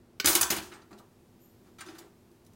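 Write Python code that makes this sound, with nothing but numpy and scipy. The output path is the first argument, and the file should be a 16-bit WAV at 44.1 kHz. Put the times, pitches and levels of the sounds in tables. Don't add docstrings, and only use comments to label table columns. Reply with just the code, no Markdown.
import sys
import numpy as np
from scipy import signal
from scipy.fft import rfft, irfft, next_fast_len
from scipy.io import wavfile

SR = 44100
rng = np.random.default_rng(int(sys.argv[2]) if len(sys.argv) > 2 else 0)


def store_pcm(level_fs):
    pcm = np.round(np.clip(level_fs, -1, 1) * 32767).astype(np.int16)
    wavfile.write(sys.argv[1], SR, np.atleast_2d(pcm).T)


N = 112454
TIME = np.arange(N) / SR


def from_db(db):
    return 10 ** (np.asarray(db) / 20)


def at_pitch(points, hz):
    pitches, values = np.transpose(points)
    return np.interp(np.log(np.maximum(hz, 1)), np.log(pitches), values)


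def unit_energy(x):
    return x / np.sqrt(np.sum(x ** 2) + 1e-20)


def swell(t, rise_s, fade_s):
    return np.clip(t / max(rise_s, 1e-5), 0, 1) * from_db(-60 * np.maximum(t - rise_s, 0) / fade_s)


def shape_tone(x, points):
    n = 2 * next_fast_len(len(x))
    gain = from_db(at_pitch(points, np.fft.rfftfreq(n, 1 / SR)))
    cepstrum = irfft(np.log(gain))
    cepstrum[1:n // 2] *= 2
    cepstrum[n // 2 + 1:] = 0
    return irfft(rfft(x, n) * np.exp(rfft(cepstrum)))[:len(x)]


# pitch_hz, gain_db
RUMBLE_TONE = [(20, -16.5), (45, -11), (70, -8), (100, -1), (140, -7.5), (200, -4.5), (240, -7), (275, -16),
               (335, -2.5), (480, -14.5), (700, -18), (1500, -26.5), (3000, -32), (8000, -37.5),
               (15500, -41.5)]
HISS_TONE = [(500, -11.5), (2000, 0), (5000, 2), (10000, 0), (13000, 1), (16000, -0.5)]
# time_s, level_db
HISS_LEVELS = [(0, -91), (.2, -78), (.9, -75), (1.15, -75.5), (1.5, -73.5), (1.7, -73.5), (2.2, -74.5),
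               (2.55, -75)]

def room_tone(rumble_db=-37, hum_hz=246, hum_db=-69):
    rumble = from_db(rumble_db) * shape_tone(rng.standard_normal(N), RUMBLE_TONE)
    hiss_db = np.interp(TIME, *np.transpose(HISS_LEVELS))
    hiss = from_db(hiss_db) * shape_tone(rng.standard_normal(N), HISS_TONE)
    hum = from_db(hum_db) * np.sqrt(2) * np.sin(2 * np.pi * hum_hz * TIME)
    return rumble + hiss + hum


CONTACT_PITCHES = [90, 300, 1300, 3000, 6000, 12000]

def contacts(rows, crack, rough_db, size=16384):
    out = np.zeros(N + size)
    for start_s, rise_s, fade_s, *levels in rows:
        envelope = swell(TIME[:size], rise_s, fade_s)
        force = envelope * rng.standard_normal(size) / 2
        force *= from_db(rough_db * np.minimum(rng.exponential(1, size), 4))
        force[int(rise_s * SR) + 1] += crack
        force = unit_energy(force) * np.linalg.norm(envelope)
        start = int(start_s * SR)
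        out[start:start + size] += shape_tone(force, list(zip(CONTACT_PITCHES, levels)))
    return out[:N]


def ringing_note(t, pitch_hz, boost_db, fade_s):
    rate = np.log(1000) / fade_s
    return from_db(boost_db) * 2 * rate / SR * np.exp(-rate * t) * np.sin(2 * np.pi * pitch_hz * t)


def dense_ring(t, levels, fades):
    out, edges_hz = 0, np.geomspace(35, 18000, 15)
    for low, high in zip(edges_hz, edges_hz[1:]):
        hz = np.sqrt(low * high)
        band_filter = signal.butter(2, [low, high], "band", fs=SR, output="sos")
        band = signal.sosfilt(band_filter, rng.standard_normal(len(t)))
        band = unit_energy(band * swell(t, 0.00021, at_pitch(fades, hz)))
        out += band * np.sqrt(2 * (high - low) / SR) * from_db(at_pitch(levels, hz))
    return out


# pitch_hz, level_db
PANEL_LEVELS = [(100, 2), (1500, -4.5), (12000, -3)]
KITCHEN_LEVELS = [(100, -8), (400, 1.5), (1500, -0.5), (5000, -7.5), (12000, -10)]
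# pitch_hz, fade_s
PANEL_FADES = [(100, .12), (400, 0.083), (2000, 0.019), (12000, 0.081)]
KITCHEN_FADES = [(100, .5), (400, 0.31), (1500, 0.39), (5000, 0.35), (9000, 0.29), (15000, 0.34)]
# pitch_hz, gain_db
CASE_TONE = [(25, -32.5), (60, -1.5), (105, -1.5), (140, -8.5), (210, -11.5), (330, 1), (500, -9.5),
             (700, -2), (1500, -2), (2100, -2.5), (3500, 1.5), (8500, 0), (11000, -3), (15800, -6),
             (18000, -19.5)]
# pitch_hz, boost_db, fade_s
CASE_NOTES = [(212.1, 6, 0.27), (323.2, 10, 0.33), (343.8, 11, 0.13), (362.2, 17, 0.36), (399, 9, 0.46),
              (658, 4.5, .3), (968, 7, .38), (1361, 3.5, 0.53), (1544, 9.5, 0.38), (1834, 7, 0.34),
              (3757, 2.5, .3), (5090, 10.5, 0.44), (6920, 9, 0.18), (7763, 6.5, .3)]

def toaster_body(tick_db=-3.5):
    t = TIME[:SR]
    clack = dense_ring(t, PANEL_LEVELS, PANEL_FADES)
    clack[0] += from_db(tick_db)
    notes = sum(ringing_note(t, *row) for row in CASE_NOTES)
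    echo = dense_ring(t, KITCHEN_LEVELS, KITCHEN_FADES)
    return shape_tone(clack, CASE_TONE), shape_tone(echo, CASE_TONE) + notes


# start_s, rise_s, fade_s, then level_db at each of CONTACT_PITCHES
LATCH_CLICK = [(.1993, 0.00089, .014, -38, -27, -13.5, -11.5, -15, -22)]
# pitch_hz, gain_db
LATCH_TONE = [(650, -2.5), (1000, -3.5), (1500, 1.5), (2100, 2), (4300, 0.5), (7000, 0), (9200, -7),
              (14000, 1.5)]
# pitch_hz, boost_db, fade_s
LATCH_NOTES = [(220, 16, 0.053), (400, 17.5, .13), (1510, 9, .08), (2590, 0.5, .12), (3150, -5.5, 0.21),
               (3620, 1.5, .1), (4500, 3.5, .08)]

def latch(ring_db=-6.5):
    clack, ring = toaster_body()
    notes = sum(ringing_note(TIME[:SR], *row) for row in LATCH_NOTES)
    force = shape_tone(contacts(LATCH_CLICK, crack=.5, rough_db=2.5), LATCH_TONE)
    return signal.fftconvolve(force, clack + notes + from_db(ring_db) * ring)[:N]


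# start_s, rise_s, fade_s, then level_db at each of CONTACT_PITCHES
HARD_HITS = [ (.2443, 0.00056, 0.11, -42, -18, -12.5, -18, -22.5, -31),
             (.2578, 0.00023, 0.017, -11.5, -18.5, -12.5, -12.5, -7.5, -3),
             (.2705, 0.0021, 0.12, -22, -17, -15, -16.5, -17.5, -13.5),
             (.2825, 0.0013, 0.31, -33, -24, -24.5, -28.5, -20, -15.5),
             (.3293, 0.0002, 0.029, -30, -17, -22, -21, -20, -23),
             (.3495, 0.00076, .100, -29, -13, -15.5, -15.5, -17.5, -17),
             (.3524, .0001, 0.0035, -23.5, -7.5, -13.5, -12.5, -3, 3.5),
             (.4108, .0020, 0.03, -15.5, -27.5, -9.5, -19, -14, -7),
             (.4270, 0.0026, .025, -18, -17, -16, -17.5, -13, -20),
             (.5020, 0.0014, 0.16, -31, -19, -23.5, -20, -22, -20.5),
             (.5055, 0.00043, 0.0067, -30, -10.5, -5.5, -15.5, -15, -7),
             (.5240, 0.0022, 0.058, -23, -23.5, -18.5, -19.5, -52.5, -38),
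             (.5610, 0.0059, 0.084, -37, -22.5, -26.5, -30, -31, -29.5),
             (.5840, 0.001, 0.013, -22, -20, -17, -24, -27, -61),
             (.6220, 0.0021, 0.3, -38, -32.5, -51, -56, -43.5, -48),
             (.7130, 0.0094, 0.066, -59, -35.5, -32.5, -37.5, -52, -56),
             (.7320, 0.0038, 0.2, -41, -40, -37.5, -51, -51, -58),
             (.8140, 0.0053, 0.043, -64, -45, -57, -53, -56, -73)]
SOFT_TOUCHES = [ (.9080, 0.0024, 0.056, -45, -31, -38, -52, -59, -58),
                (.9282, 0.00081, 0.051, -58, -31.5, -38.5, -48, -51.5, -62),
                (.9700, 0.019, 0.063, -66, -47, -62, -53.5, -55, -55.5),
                (.9950, 0.0034, 0.022, -69, -36.5, -35, -76, -59, -71),
                (1.634, .030, .25, -67, -47, -55, -66, -68, -72),
                (1.783, 0.004, 0.2, -51, -48, -37.5, -44, -50, -53),
                (1.805, 0.0025, 0.064, -47, -42.5, -29.5, -35, -39, -46),
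                (1.850, 0.014, 0.45, -60, -37, -41.5, -51, -50, -57.5),
                (1.884, 0.0037, 0.073, -48, -31, -40, -40, -60, -62),
                (1.948, 0.0032, 0.21, -76, -51, -43.5, -49.5, -61, -56),
                (1.982, 0.0045, 0.065, -58, -33, -43.5, -45, -42.5, -42.5),
                (2.005, 0.0057, 0.21, -79, -34, -45, -59, -73, -69),
                (2.316, .0005, .006, -62, -60, -54, -62, -56, -57),
                (2.4487, 0.00057, .006, -70.5, -65, -62, -65, -51, -54),
                (2.4647, 0.00057, .01, -70, -74, -59.5, -54, -50.5, -49.5),
                (2.534, .0005, .006, -70, -65, -62, -65, -51, -52)]

def clatter(spots=3):
    out = 0
    for spot in range(spots):
        hits = contacts(HARD_HITS[spot::spots], crack=1.1, rough_db=5.5)
        touches = contacts(SOFT_TOUCHES[spot::spots], crack=1.22, rough_db=5)
        clack, ring = toaster_body()
        out += signal.fftconvolve(hits + touches, clack + ring)[:N]
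    return out


def single_notes(rows, rise_s):
    out = 0
    for start_s, pitch_hz, level_db, fade_s in rows:
        t = TIME - start_s
        out += from_db(level_db) * swell(t, rise_s, fade_s) * np.sin(2 * np.pi * pitch_hz * t)
    return out


# start_s, pitch_hz, level_db, fade_s
FOOT_KNOCKS = [(.2445, 305.2, -23, 0.055), (.263, 72, -43, .2), (.428, 204, -55.5, 0.31),
               (.503, 208.4, -46, 0.33), (.928, 210.7, -49.5, 0.36)]

def foot_knocks():
    return single_notes(FOOT_KNOCKS, rise_s=0.002)


# start_s, pitch_hz, level_db, fade_s
WIRE_PINGS = [(.735, 8365, -56, .15), (1.805, 1570, -45, .11), (1.806, 8730, -45, .07),
              (1.807, 7140, -49.5, 0.1), (1.884, 5050, -49, 0.064), (1.984, 4730, -49, .04)]

def wire_pings():
    return single_notes(WIRE_PINGS, rise_s=0.0038)


# pitch_hz, width_hz, level_db
WHISTLE_TONES = [(13170, 110, -63.5), (7060, 130, -73.5)]

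def whistle(start_s=1.388, rise_s=0.049, fade_s=0.41):
    out = 0
    for pitch_hz, width_hz, level_db in WHISTLE_TONES:
        radius = np.exp(-np.pi * width_hz / SR)
        feedback = [1, -2 * radius * np.cos(2 * np.pi * pitch_hz / SR), radius ** 2]
        band = signal.lfilter([1], feedback, rng.standard_normal(N))
        out += from_db(level_db) * np.sqrt(N) * unit_energy(band)
    return out * swell(TIME - start_s, rise_s, fade_s)


def scene():
    details = foot_knocks() + wire_pings() + whistle()
    return (latch() + clatter() + details + room_tone())[None]


def record(dry, ceiling=1.15, cutoff_hz=16000):
    rounded = dry / (1 + (dry / ceiling) ** 4) ** .25
    return signal.sosfilt(signal.ellip(12, .1, 80, cutoff_hz, fs=SR, output="sos"), rounded)


dry = scene()
out = record(dry)
store_pcm(out)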